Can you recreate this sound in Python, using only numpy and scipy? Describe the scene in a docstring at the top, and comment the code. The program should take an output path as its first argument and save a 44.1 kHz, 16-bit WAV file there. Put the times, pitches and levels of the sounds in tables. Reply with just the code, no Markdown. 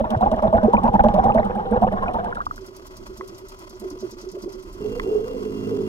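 """Two-stroke outboard, from under water into the air

A small outboard idles on an inflatable boat, firing about every other turn of the crank. By the propeller
each exhaust puff bursts into ringing bubbles, built from rising sines, over a booming exhaust leg.
Then the microphone surfaces to the dry rattle of the engine, shaped noise pulsed by the firings, and to a
burble at the waterline. At the end the engine runs faster: a drone of crank harmonics, gulps and hiss."""
import sys
import numpy as np
from scipy import signal
from scipy.fft import rfft, irfft, next_fast_len
from scipy.io import wavfile
from scipy.ndimage import uniform_filter1d, map_coordinates

SR = 44100
rng = np.random.default_rng(int(sys.argv[2]) if len(sys.argv) > 2 else 0)


def pcm_store(signal):
    """Save signal as 16-bit PCM."""
    levels = np.round(np.clip(np.atleast_2d(signal), -1, 1) * 32767)
    wavfile.write(sys.argv[1], SR, levels.astype(np.int16).T)


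N = 259295
TIME = np.arange(N) / SR
SURFACE_S, FASTER_S = 2.426, 4.8   # the microphone surfaces; the engine runs faster

# the two microphone ports: (f/Hz, left lead/rad, likeness 0-1, left minus right/dB)
PORTS = [(60, 0, .85, -3), (220, .25, .85, -5), (420, .5, .85, -4), (690, .95, .9, -3),
         (850, 1.4, .9, -1.5), (1100, 2.5, .92, 1.5), (3200, 2.7, .65, -.5), (5800, 2, .5, 0),
         (8200, .3, .4, 1.5), (15000, 0, .5, 2.5)]
# exhaust puffs under water, about one a turn: (t/s, length/s, bubble f/Hz, level before each layer's trim/dB)
PUFFS = [(0, 0.01, 555, -18.5), (0.04, 0.013, 936, -21.5), (0.126, 0.027, 743, -20.0),
         (0.207, 0.037, 724, -16.5), (0.257, 0.02, 810, -15.5), (0.315, 0.031, 632, -17),
         (0.366, 0.024, 636, -23), (0.423, 0.038, 625.5, -16.5), (0.469, 0.012, 819, -15.5),
         (0.526, 0.039, 647.5, -14.0), (0.566, 0.019, 799, -15.5), (0.628, 0.034, 613, -17),
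         (0.733, 0.019, 925, -12), (0.776, 0.016, 1063, -17.5), (0.833, 0.032, 847, -15.0),
         (0.876, 0.012, 984, -15), (0.937, 0.022, 853, -13), (0.992, 0.016, 801, -12),
         (1.038, 0.031, 600, -11.5), (1.083, 0.013, 812, -14), (1.138, 0.045, 611, -19),
         (1.179, 0.022, 751, -13.5), (1.237, 0.035, 770, -14.5), (1.282, 0.027, 824, -15.5),
         (1.348, 0.031, 638, -15.5), (1.386, 0.0153, 600, -14), (1.441, 0.034, 826, -26),
         (1.494, 0.018, 486, -24), (1.549, 0.06, 816, -26), (1.652, 0.016, 473, -27.5),
         (1.711, 0.04, 480, -19), (1.757, 0.02, 485, -16.0), (1.82, 0.027, 727, -14),
         (1.866, 0.015, 501, -18.5), (1.916, 0.025, 618, -22.5), (1.964, 0.027, 1075, -29),
         (2.022, 0.021, 1050, -21.5), (2.073, 0.029, 695, -24.5), (2.141, 0.032, 876, -23),
         (2.184, 0.02, 662, -25.5), (2.245, 0.044, 902, -28.5), (2.291, 0.036, 985, -37),
         (2.354, 0.043, 957, -33)]
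# exhaust welling up at the waterline as the boat rocks: (t/s, level before each layer's trim/dB)
WELLING = [(2.45, -53), (2.56, -34.5), (2.76, -37), (2.86, -43.5), (2.97, -37), (3.17, -30), (3.38, -39),
           (3.49, -49), (3.59, -38.5), (3.69, -37.5), (3.8, -25), (3.9, -34), (4.0, -24), (4.1, -33.5),
           (4.42, -24), (4.52, -32), (4.73, -35.5)]
# hollow colour of the engine and its cowl in air, before tilting: (f/Hz, relative level per Hz/dB)
ENGINE_COLOUR = [(600, 2), (790, -9.5), (1000, 4.5), (1400, -2), (1780, -15), (2020, -6.5), (2250, -15),
                 (2550, -11), (2860, -13.5), (3060, -13.5), (3270, -9.5), (3750, -21), (4200, -13),
                 (5200, -12.5), (7000, -19), (8700, -25.5), (13600, -25.5), (15500, -31)]


def from_db(db):
    """Decibels to gain."""
    return 10 ** (np.asarray(db) / 20)


def rms_one(x):
    """Scale to rms 1."""
    return x / np.sqrt(np.mean(x ** 2) + 1e-20)


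def at_s(rows, s):
    """Each column of a curve at the given times."""
    points, *columns = np.transpose(rows)
    return [np.interp(s, points, c) for c in columns]


def in_time(rows):
    """Each column of a curve at every sample."""
    return at_s(rows, TIME)


def at_hz(rows, hz):
    """Each column of a spectrum at the given frequencies, read on a logarithmic scale."""
    points, *columns = np.transpose(rows)
    return [np.interp(np.log(hz + 1e-9), np.log(points), c) for c in columns]


def after(s, fade):
    """A smooth step from 0 to 1, centred on time s."""
    return .5 + .5 * np.tanh((TIME - s) / fade)


def add(out, s, sound):
    """Mix a short sound in at time s."""
    start = max(int(s * SR), 0)
    out[..., start:start + sound.shape[-1]] += sound[..., :N - start]


def low_pass(x, hz, order):
    """Butterworth low-pass."""
    return signal.sosfilt(signal.butter(order, hz, fs=SR, output="sos"), x + 1e-18)


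def resonate(x, hz, width_hz):
    """A resonance with gain 1 on top."""
    return signal.lfilter(*signal.iirpeak(hz, hz / width_hz, fs=SR), x + 1e-18)


def with_modes(x, modes):
    """A sound together with the resonances that it excites."""
    return x + sum(from_db(db) * resonate(x, hz, width) for hz, width, db in modes)


def drift(rate):
    """Smooth random wander, some knots per second; rms 1."""
    knots = rng.standard_normal(4096)
    return rms_one(map_coordinates(knots, [TIME * rate], order=2, mode="wrap"))


def at_ports(hz):
    """Complex gain of the left and right port for sounds of these frequencies, each from its own direction."""
    lead, alike, balance_db = at_hz(PORTS, hz)
    scatter = np.sqrt(-2 * np.log(np.clip(alike, .05, 1)))   # less alike: directions spread wider
    lead = lead + scatter * rng.standard_normal(len(hz))
    left = from_db(balance_db / 2) * np.exp(.5j * lead)
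    return np.array([left, 1 / left])


def noise(colour):
    """Stereo noise of the given spectrum, falling steeply beyond its ends; rms 1."""
    size = next_fast_len(N, real=True)
    hz = np.arange(size // 2 + 1) * SR / size + 1e-3
    skirts = np.minimum(hz / colour[0][0], 1) ** 4 * np.minimum(colour[-1][0] / hz, 1) ** 4
    gain = from_db(at_hz(colour, hz)[0]) * skirts
    spectrum = rfft(rng.standard_normal(size)) * gain * at_ports(hz)
    return rms_one(irfft(spectrum, size)[:, :N])


def tilted(colour, db_per_octave):
    """A spectrum made brighter or duller."""
    return [(hz, db + db_per_octave * np.log2(hz)) for hz, db in colour]


def wavering(hz, rate, steady, lead):
    """A resonance kept ringing by random pushes, with a steady share; left leads by some radians; rms 1."""
    swing = steady + drift(rate) + 1j * drift(rate)
    phase = 2 * np.pi * np.cumsum(hz * np.ones(N)) / SR
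    port_phase = .5 * lead * np.array([[1], [-1]])
    return rms_one((swing * np.exp(1j * (phase + port_phase))).real)


def crank_angle():
    """Turns made by the idling crank so far: its speed summed over time."""
    # idle speed of the crank: (t/s, rate/turns per s)
    crank = [(0, 19.46), (.4, 18.58), (.65, 19.76), (1.2, 19.57), (1.7, 18.93), (2.2, 18.6), (2.8, 19.76),
             (3.3, 19.17), (4.8, 19.4)]
    return np.cumsum(in_time(crank)[0]) / SR


def turns(start, end):
    """Turn times within a span and whether each fires: every other one does, slipping by one at a misfire."""
    misfire_s = 1.6   # one firing fails and the engine catches a turn later
    angle = crank_angle()
    number = np.arange(int(angle[-1]))
    s = np.interp(number, angle, TIME)
    odd_fires = (number % 2 == 1) & (np.roll(s, 1) > misfire_s)
    fires = np.where(s < misfire_s, number % 2 == 0, odd_fires)
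    within = (s >= start) & (s < end)
    return s[within], fires[within]


def firings(start, end):
    """The times of the turns that fire."""
    s, fires = turns(start, end)
    return s[fires]


def bubbles(born, hz, sizes, cycles, rise, length):
    """Bubbles swell within a cycle, ring for some cycles and rise in pitch as they near the surface."""
    age = np.maximum(np.arange(int(length * SR)) / SR - born[:, None], 0) * hz[:, None]   # in cycles
    swing = (1 - np.exp(-2 * age)) ** 2 * from_db(-60 * age / cycles)
    phase = 2 * np.pi * age * (1 + rise * age / cycles)
    ports = at_ports(hz) * sizes
    return ports.real @ (swing * np.sin(phase)) + ports.imag @ (swing * np.cos(phase))


def cloud(length, hz, spread, cycles, rise, count):
    """A puff of gas breaks into bubbles one after another; its energy equals 50 ms at rms 1."""
    born = length * (np.arange(count) + rng.random(count)) / count
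    pitches = hz * np.exp(spread * rng.uniform(-1.016, 1, count))
    sizes = from_db(rng.normal(0, 2.1, count)) * rng.choice([-1, 1], count)
    sound = bubbles(born, pitches, sizes, cycles, rise, length + cycles / hz)
    return sound * np.sqrt(.05 * SR / np.mean(np.sum(sound ** 2, axis=1)))


def gas_flow(age, length):
    """A puff opens quickly, holds and shuts off."""
    attack_s, release_s = .0035, .005
    return np.minimum(age / attack_s, 1) * np.exp(-np.maximum(age - length, 0) / release_s)


def puff(length, hz, spread, cycles, modes, count):
    """Gas flows evenly and keeps a few bubbles ringing, then shuts off; about rms 1 while it flows."""
    age = TIME[:int((length + .045) * SR)]
    number = np.arange(count)
    born = length * (number + .8 * rng.random(count) * (number > 0)) / count
    pitches = hz * np.exp(spread * rng.permutation(np.linspace(-1, 1, count)))
    signs = rng.choice([-1, 1], count)
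    ringing = bubbles(born, pitches, signs, cycles, .05, length + .045)
    sound = with_modes(ringing, modes)
    power = uniform_filter1d(np.mean(sound ** 2, axis=0), size=400)
    return gas_flow(age, length) * sound / np.sqrt(np.abs(power) + 1e-4 * power.max())


def main_bubble(length, hz):
    """The largest bubble of a puff sings while the gas feeds it, climbing in pitch; about rms 1."""
    climb_octaves_per_s, wobble = 4.5, .025   # wobble: spread of the random pitch sway, as a share
    age = TIME[:SR // 10]
    sway, tremor = (np.interp(age * 150, np.arange(20), knots) for knots in rng.standard_normal((2, 20)))
    climb = 2 ** (climb_octaves_per_s * (np.minimum(age, length) - length / 2))
    pitch = hz * climb * (1 + wobble * sway)
    tone = at_ports(np.array([hz])) * np.exp(2j * np.pi * np.cumsum(pitch) / SR)
    return np.sqrt(2) * gas_flow(age, length) * from_db(2 * tremor) * tone.real


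def exhaust_bubbles():
    """Each puff blows one singing bubble, lesser ones and a small spray; trapped gas rings on between."""
    # the exhaust leg and its trapped gas resonate under water: (f/Hz, width/Hz, level/dB)
    gas_modes = [(619, 20, 5.5), (825, 120, 10.5), (1107, 30, -7.5)]
    # trapped gas that keeps ringing between the puffs: (t/s, f/Hz, level/dB)
    trapped_gas = [(0, 640, -29.5), (.62, 650, -30.5), (.76, 890, -31), (.91, 815, -26), (1.62, 805, -32),
                   (1.68, 780, -34), (2.3, 700, -35.5)]
    large, spray, fizz = np.zeros((3, 2, N))
    for s, length, hz, db in PUFFS:
        add(large, s, from_db(db - 1.5) * main_bubble(length, hz))
        lesser = puff(length, hz=715.7, spread=0.353, cycles=21.5, modes=gas_modes, count=6)
        add(large, s, from_db(db - 4.5) * lesser)
        spray_gain = from_db(0.3 * db)   # the spray follows the strength of the puff only loosely
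        droplets = cloud(length + 0.00548, hz=1276, spread=0.35, cycles=34, rise=0.035, count=7)
        add(spray, s, spray_gain * droplets)
        add(fizz, s, spray_gain * cloud(length, hz=2600, spread=.4, cycles=30, rise=.04, count=9))
    pocket_hz, pocket_db = in_time(trapped_gas)
    ring_on = from_db(pocket_db) * wavering(pocket_hz, rate=55, steady=.8, lead=1.1)
    ring_on = ring_on * (1 - after(SURFACE_S - .1, fade=.05))
    near_surface = from_db(10.1 * after(1.74, fade=0.88))   # small bubbles gather just under the surface
    spray = from_db(-35.5) * near_surface * low_pass(spray, hz=1800, order=6)
    return large + ring_on + spray + from_db(-47.5) * low_pass(fizz, hz=4320, order=4)


def boom():
    """One round knock of the exhaust leg, swelling and sinking a little in pitch; about rms 1 at its height."""
    centre_hz, length_s, sag = 225.5, 0.053, 0.13   # sag: share by which the pitch sinks
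    along = TIME[:int(length_s * SR)] / length_s
    hz = centre_hz * (1 + .05 * rng.standard_normal()) * (1 - sag * along)
    swell = np.abs(np.sin(np.pi * along ** 0.82)) ** 1.52
    tone = at_ports(hz[:1]) * np.exp(2j * np.pi * np.cumsum(hz) / SR)
    return np.sqrt(2) * swell * tone.real


def exhaust_pipe():
    """Each firing sets the exhaust leg booming; under water every puff also heaves the gas behind it."""
    # boom of the exhaust leg under water: (t/s, level before trim/dB)
    boom_levels = [(0, -23), (.1, -19), (.21, -18), (.53, -19.5), (.63, -11.5), (.74, -15), (.94, -12.5),
                   (1.14, -15.5), (1.24, -18.5), (1.34, -15.5), (1.55, -25), (1.71, -15.5), (1.82, -15.5),
                   (1.92, -25), (2.03, -30), (2.14, -27), (2.35, -39)]
    in_air_db = -12.5   # against the welling
    knocks, thump = np.zeros((2, 2, N))
    for s in firings(0, FASTER_S):
        db = at_s(boom_levels, s)[0] if s < SURFACE_S else at_s(WELLING, s)[0] + in_air_db
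        add(knocks, s - .002, from_db(db - 5.5) * boom())
    for s, length, _, db in PUFFS:
        heave = cloud(length, hz=236.0, spread=0.3, cycles=12, rise=0.014, count=4)
        add(knocks, s + 0.0015, from_db(db - 16.5) * heave)
        low = cloud(length, hz=96.8, spread=0.32, cycles=3.1, rise=.02, count=3)
        add(thump, s + 0.0036, from_db(db - 15.0) * low)
        deep = cloud(length / 2, hz=40, spread=.3, cycles=2.5, rise=0, count=1)
        add(thump, s, from_db(db - 15) * deep)
    # the leg holds on to its own note between firings
    held = from_db(-2.5) * resonate(knocks, hz=225.0, width_hz=22)
    return knocks + held + low_pass(thump, hz=170, order=4)


def churned_water():
    """Random noise of churned water, its low slosh and a steady hiss, with a hum of the housing."""
    # churned water: (t/s, level before each layer's trim/dB)
    churn_levels = [(0, -34), (.5, -30), (1.25, -27), (1.65, -32), (2.05, -30.5), (2.3, -33.5), (2.45, -40)]
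    # colour of the churn: (f/Hz, relative level per Hz/dB)
    churn_colour = [(330, -12.5), (480, -3.5), (800, 3), (1000, 2), (1150, 1), (1340, -9), (1600, -12.5),
                    (2200, -22.5), (3200, -39), (4700, -47), (5700, -33), (7000, -67)]
    # low slosh of the water around the housing: (f/Hz, relative level per Hz/dB)
    slosh_colour = [(18, 11.5), (36, -4), (60, -4), (118, 2), (150, -7), (200, 9.5), (260, -10), (400, 1)]
    churn_db, = in_time(churn_levels)
    churn = from_db(churn_db - 4 + 3.5 * drift(60)) * noise(churn_colour)
    slosh = from_db(churn_db - 2.0) * noise(slosh_colour)
    housing_hum = from_db(churn_db - 3.0) * wavering(485, rate=60, steady=0, lead=2.41)
    sea_hiss = from_db(-59.5) * noise([(3000, 10.0), (5700, -7.5), (7000, -10.0), (15500, -14.0)])
    return churn + slosh + housing_hum + sea_hiss


def piston_rattle(colour, attack, decay, second_s, second_db):
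    """Each firing shakes the metalwork as a noise burst; a weaker, uneven rattle follows later in the cycle."""
    # piston rattle: (t/s, level before random force and layer trim/dB)
    rattle_levels = [(0, -52), (.45, -61.5), (1.3, -58.5), (1.6, -66), (2.24, -63), (2.48, -52.5),
                     (4.3, -50), (4.73, -53.5)]
    age, envelope = TIME[:SR // 8], np.zeros(N)
    times = firings(0, FASTER_S)[1:]
    for s, (force, damping, late, strength) in zip(times, rng.standard_normal((len(times), 4))):
        db = at_s(rattle_levels, s)[0] + 2.2 * force
        shake = (1 - np.exp(-age / attack)) * np.exp(-age / (decay * from_db(1.2 * damping)))
        shake = shake / shake.max()
        add(envelope, s - .001, from_db(db) * shake)
        add(envelope, s + second_s + 0.01 * late, from_db(db + second_db + 2.5 * strength) * shake)
    return envelope * noise(colour) * from_db(2.4 * drift(700))


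def wet_rattle():
    """The piston rattle as heard through the water: short bursts of duller noise."""
    # colour under water: (f/Hz, relative level per Hz/dB)
    wet_colour = [(3000, 12.5), (4800, 0.5), (5700, 2.5), (7200, -7.5), (11000, -10), (15500, -19)]
    return from_db(12.5) * piston_rattle(
        wet_colour, attack=0.004, decay=0.0064, second_s=0.045, second_db=-10.5)


def housing():
    """Drops snap on the housing and ring it in air; under water its ticks are damped to dry cracks."""
    # sharp ticks on the microphone housing under water: (t/s, level before trim and colour/dB)
    tick_rows = [(.5705, -35), (0.7385, -33), (0.88, -31), (0.9523, -34), (1.086, -24.5), (1.238, -36)]
    # drops in air: (t/s, ring level/dB, snap level/dB, low-pass f/Hz, left lead/rad)
    drop_rows = [(3.2092, -21.5, -48, 1900, 1.5), (4.9974, -18, -19, 8000, 2.2)]
    # the housing rings with: (f/Hz, level against the drop's ring/dB, t60/s)
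    housing_modes = [(600, -13, .012), (1060, 0, .028), (1280, -6, .018), (1550, -10, .012),
                     (2010, -6, .027), (3250, -13, .014), (3700, -17, .01)]
    snaps, ticks, out = np.zeros(N), np.zeros(N), np.zeros((2, N))
    age = TIME[:SR // 20]
    for s, db, snap_db, bright_hz, lead in drop_rows:
        add(snaps, s, from_db(snap_db) * np.exp(-age / .0018))
        ports = np.exp(.5j * lead * np.array([[1], [-1]]))
        for k, (hz, mode_db, t60) in enumerate(housing_modes):
            swing = (1 - np.exp(-age / .0004)) * from_db(db + mode_db - 60 * age / t60)
            ring = swing * np.exp(2j * np.pi * hz * age)
            # neighbouring modes start in opposite directions
            add(out, s, (-1) ** k * low_pass((ports * ring).imag, bright_hz, order=4))
    for s, db in tick_rows:
        add(ticks, s, from_db(db + 1) * np.exp(-age / .0005))
    for s in rng.uniform(0, SURFACE_S, 40):   # tiny bubbles burst against it at random
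        add(ticks, s, from_db(-46 + 4 * rng.standard_normal()) * np.exp(-age / .0005))
    crack = noise([(1200, -1.5), (3000, 12.5), (6000, -9.5), (15000, -27.5)])
    snap = noise([(900, 20.0), (2400, 12), (3400, -3), (4500, -9), (6000, -11), (12000, -27)])
    return out + ticks * crack + snaps * snap


def gear_clinks():
    """Under water each firing ticks in the gears with a short cluster of high partials, different every time."""
    out = np.zeros((2, N))
    for s in firings(0, SURFACE_S)[1:]:
        db = -67 + 1.7 * rng.standard_normal()
        add(out, s, from_db(db) * cloud(.011, hz=10000, spread=.22, cycles=110, rise=0, count=12))
    return out


def plips():
    """Lone bubbles ring briefly next to the microphone as decaying sines, rising in pitch."""
    # single bubbles close by: (t/s, starting f/Hz, level before decay/dB, ring length to -60 dB/cycles)
    plip_rows = [(0.149, 1500, -18.5, 40), (0.163, 109, 4, 4.9), (0.225, 1115, -10, 43),
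                 (0.579, 1450, -21.5, 140), (0.681, 441, 0, 20), (0.768, 2360, -18, 53),
                 (0.865, 48, -19, 3.7), (0.993, 1496, -12, 45), (1.298, 1165, -7.5, 33),
                 (1.321, 2570, -22, 30), (1.383, 1800, -14, 27), (1.431, 1930, -20.5, 27),
                 (2.059, 1400, -22, 83), (2.082, 2410, -22, 62), (2.326, 1416, -13, 35),
                 (2.37, 1360, -15, 39), (2.404, 1140, -9, 26), (2.411, 1340, -17, 57),
                 (2.466, 1126, -6.5, 22), (2.51, 1227, -10.5, 27), (2.579, 1420, -16, 12),
                 (3.912, 296, -27, 44), (3.958, 420, -15, 8.4), (4.364, 557, -29, 34)]
    rise, wobble = .08, .7   # pitch climbs by twice the rise along the ring; spread of the phase wobble/rad
    out = np.zeros((2, N))
    for s, hz, db, cycles in plip_rows:
        age = TIME[:SR // 10] * hz   # in cycles
        swing = (1 - np.exp(-1.3 * age)) ** 2 * from_db(db - 60 * age / cycles)
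        shape = wobble * rng.standard_normal() * np.sin(age + 2 * np.pi * rng.random())
        phase = 2 * np.pi * age * (1 + rise * age / cycles) + shape
        port_phase = .5 * at_hz(PORTS, hz)[0] * np.array([[1], [-1]])
        add(out, s, swing * np.sin(phase + port_phase))
    return out


def waterline():
    """Heard from the air, each firing wells up in fat bubbles that ring a gas pocket; smaller ones splutter."""
    delay_s, burble_s = 0.0141, .052   # delay after each firing; length of the flow
    fat, small = np.zeros((2, 2, N))
    for s in firings(SURFACE_S, FASTER_S):
        gain = from_db(at_s(WELLING, s)[0])
        fat_cloud = cloud(burble_s, hz=364.7, spread=0.089, cycles=38.0, rise=0.0078, count=6)
        small_cloud = cloud(burble_s, hz=429.3, spread=0.573, cycles=34.0, rise=0.048, count=6)
        add(fat, s + delay_s, gain * fat_cloud)
        add(small, s + delay_s, gain * small_cloud)
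    simmer = wavering(377, rate=35, steady=0, lead=1.0)
    idling = after(SURFACE_S + 0.073, fade=0.021) - after(FASTER_S, fade=.02)
    pocket = resonate(fat, hz=374.0, width_hz=11.6)
    splutter = from_db(-17.5) * low_pass(small, hz=690, order=4)
    return from_db(-8.5) * fat + from_db(-1.0) * pocket + splutter + from_db(-50.5) * idling * simmer


def dry_rattle():
    """The piston rattle in air: noise bursts ring the metalwork, with the sharp edge of each knock on top."""
    # colour in air: (f/Hz, relative level per Hz/dB)
    dry_colour = [(4100, 5), (4800, 2), (5900, 7.5), (7000, 3), (8400, -12), (11500, -28), (15500, -33)]
    # the engine's metalwork rings with: (f/Hz, width/Hz, level/dB)
    metal_modes = [(4780, 50, 13.5), (5240, 72, 11), (5890, 110, 2)]
    # the sharp edge of each piston knock: (f/Hz, relative level per Hz/dB)
    knock_colour = [(4200, -5), (6000, -4.5), (9000, -5.5), (13500, -6.5), (15500, -18)]
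    shaken = piston_rattle(dry_colour, attack=0.0044, decay=0.015, second_s=0.074, second_db=-4.0)
    knock = piston_rattle(knock_colour, attack=0.0045, decay=0.0069, second_s=0.07, second_db=-36)
    return from_db(-2.5) * with_modes(shaken, metal_modes) + from_db(1.0) * knock


def idle_clatter():
    """The piston knocks at both ends of its travel: noise pulses gently, twice to a turn of the crank."""
    since_knock = (2 * np.interp(TIME - .009, TIME, crank_angle())) % 1   # in half turns
    knocks = 0.5 + 0.52 * np.exp(-since_knock / 1.1)
    clatter = noise(tilted(ENGINE_COLOUR, db_per_octave=-0.44))
    return from_db(-47.5) * knocks * clatter * from_db(2.83 * drift(90))


def port_rumble():
    """Wind and swell on the microphone ports, as low noise of changing level."""
    # wind and swell: (t/s, level before trim/dB)
    rumble_levels = [(2.4, -35.5), (2.7, -53.5), (3.02, -48.5), (3.4, -52), (4.5, -51), (4.75, -45.5),
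                     (5.0, -41.5), (5.3, -45.5), (5.88, -50)]
    # colour of the rumble: (f/Hz, relative level per Hz/dB)
    rumble_colour = [(15, -11), (32, 10), (55, 0), (80, -6.5), (118, -1.5), (150, -13), (300, -7)]
    return from_db(in_time(rumble_levels)[0] + 4.5) * noise(rumble_colour)


def running():
    """Firings merge to a rough drone; every other turn gulps at the waterline, the metallic hiss throbs."""
    # running faster: (t/s, drone level before trim/dB, hiss level before trim/dB)
    run_levels = [(4.8, -36, -52), (5.0, -38.5, -51.5), (5.27, -42, -52.5), (5.6, -33, -51),
                  (5.88, -30, -52.5)]
    # exhaust drone: (multiple of the crank rate, level against the drone/dB)
    drone_partials = [(2, -11), (3, -14), (4, -5), (5, -3.5), (6, -11), (7, -4.5), (8, -2), (9, -18)]
    # the waterline burble at speed: (t/s, f/Hz, level before each layer's trim/dB)
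    burble_rows = [(4.8, 423, -34.5), (4.86, 406, -22.5), (4.9, 460, -33), (4.97, 477, -23),
                   (5.035, 406, -35.5), (5.065, 413, -19), (5.17, 434, -17.5), (5.23, 443, -25.5),
                   (5.29, 500, -28.5), (5.34, 493, -22.5), (5.4, 413, -33), (5.45, 434, -26.5),
                   (5.58, 401, -35), (5.69, 428, -24.5), (5.735, 435, -20), (5.78, 390, -23.5),
                   (5.82, 388, -21), (5.88, 389.2, -43)]
    # froth of the burble: (f/Hz, relative level per Hz/dB)
    froth_colour = [(200, -40), (330, -27), (390, -18), (440, 10), (480, -44), (530, -41), (700, -17)]
    crank_hz = 53.1
    drone_db, hiss_db = in_time(run_levels)
    phase = 2 * np.pi * np.cumsum(crank_hz * (1 + 0.0072 * drift(14))) / SR
    drone, gulps = np.zeros((2, 2, N))
    for k, db in drone_partials:
        partial_phase = k * phase + 2 * np.pi * rng.random() + 0.096 * drift(60)
        tone = at_ports(np.array([k * crank_hz])) * np.exp(1j * partial_phase)
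        drone += from_db(drone_db + db + 2.5 * drift(25)) * np.sqrt(2) * tone.real
    growl_noise = noise([(90, -17), (200, -1), (340, -4), (400, -20)])
    growl = from_db(drone_db - 8) * growl_noise * (1 + np.cos(phase))
    for s in np.arange(FASTER_S + .004, TIME[-1], 2 / crank_hz):
        hz, db = at_s(burble_rows, s + 0.02)
        late, sharp = rng.standard_normal(2)
        gulp_hz = hz * (1 + 0.017 * sharp)
        gulp = puff(length=0.027, hz=gulp_hz, spread=0.029, cycles=78, modes=[], count=3)
        add(gulps, s + 0.00302 * late, from_db(db) * gulp)
    pocket = from_db(-5) * resonate(gulps, hz=422, width_hz=14)
    burble = low_pass(from_db(-2.5) * gulps + pocket, hz=505, order=12)
    burble_db = in_time(burble_rows)[1]
    froth = from_db(burble_db - 11.5) * noise(froth_colour)
    # the burble shakes the housing
    hollow = from_db(burble_db - 19) * wavering(590, rate=150, steady=0, lead=3.2)
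    grain = from_db(2.5 * drift(900) + 1.5 * drift(110))
    hiss = from_db(hiss_db + 6.5) * noise(tilted(ENGINE_COLOUR, db_per_octave=-0.34))
    hiss = hiss * (1 + 0.096 * np.cos(phase)) * grain
    whine = from_db(-56) * wavering(2760 + 9 * drift(20), rate=50, steady=1.2, lead=2.4)
    chatter = from_db(-65.5) * wavering(3270, rate=140, steady=0, lead=3) * (1 + np.cos(phase))
    return drone + growl + burble + froth + hollow + hiss + whine + chatter


def scene():
    """Under water, then in air at idle, then at speed."""
    in_air, faster = after(SURFACE_S, fade=0.11), after(FASTER_S, fade=0.0091)
    exhaust = exhaust_bubbles() + exhaust_pipe() + waterline()
    water = churned_water() + wet_rattle()
    idle = dry_rattle() + idle_clatter()
    air = (1 - faster) * idle + faster * running() + port_rumble()
    close_by = plips() + housing() + gear_clinks()
    return exhaust + close_by + (1 - in_air) * water + in_air * air


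def record(dry):
    """Peaks are rounded towards a ceiling of 0.95, then a steep low-pass cuts the top."""
    cutoff_hz = 15800
    rounded = dry / (1 + (dry / .95) ** 8) ** (1 / 8)
    return signal.sosfilt(signal.ellip(10, .1, 90, cutoff_hz, fs=SR, output="sos"), rounded)


dry = scene()
out = record(dry)
pcm_store(out)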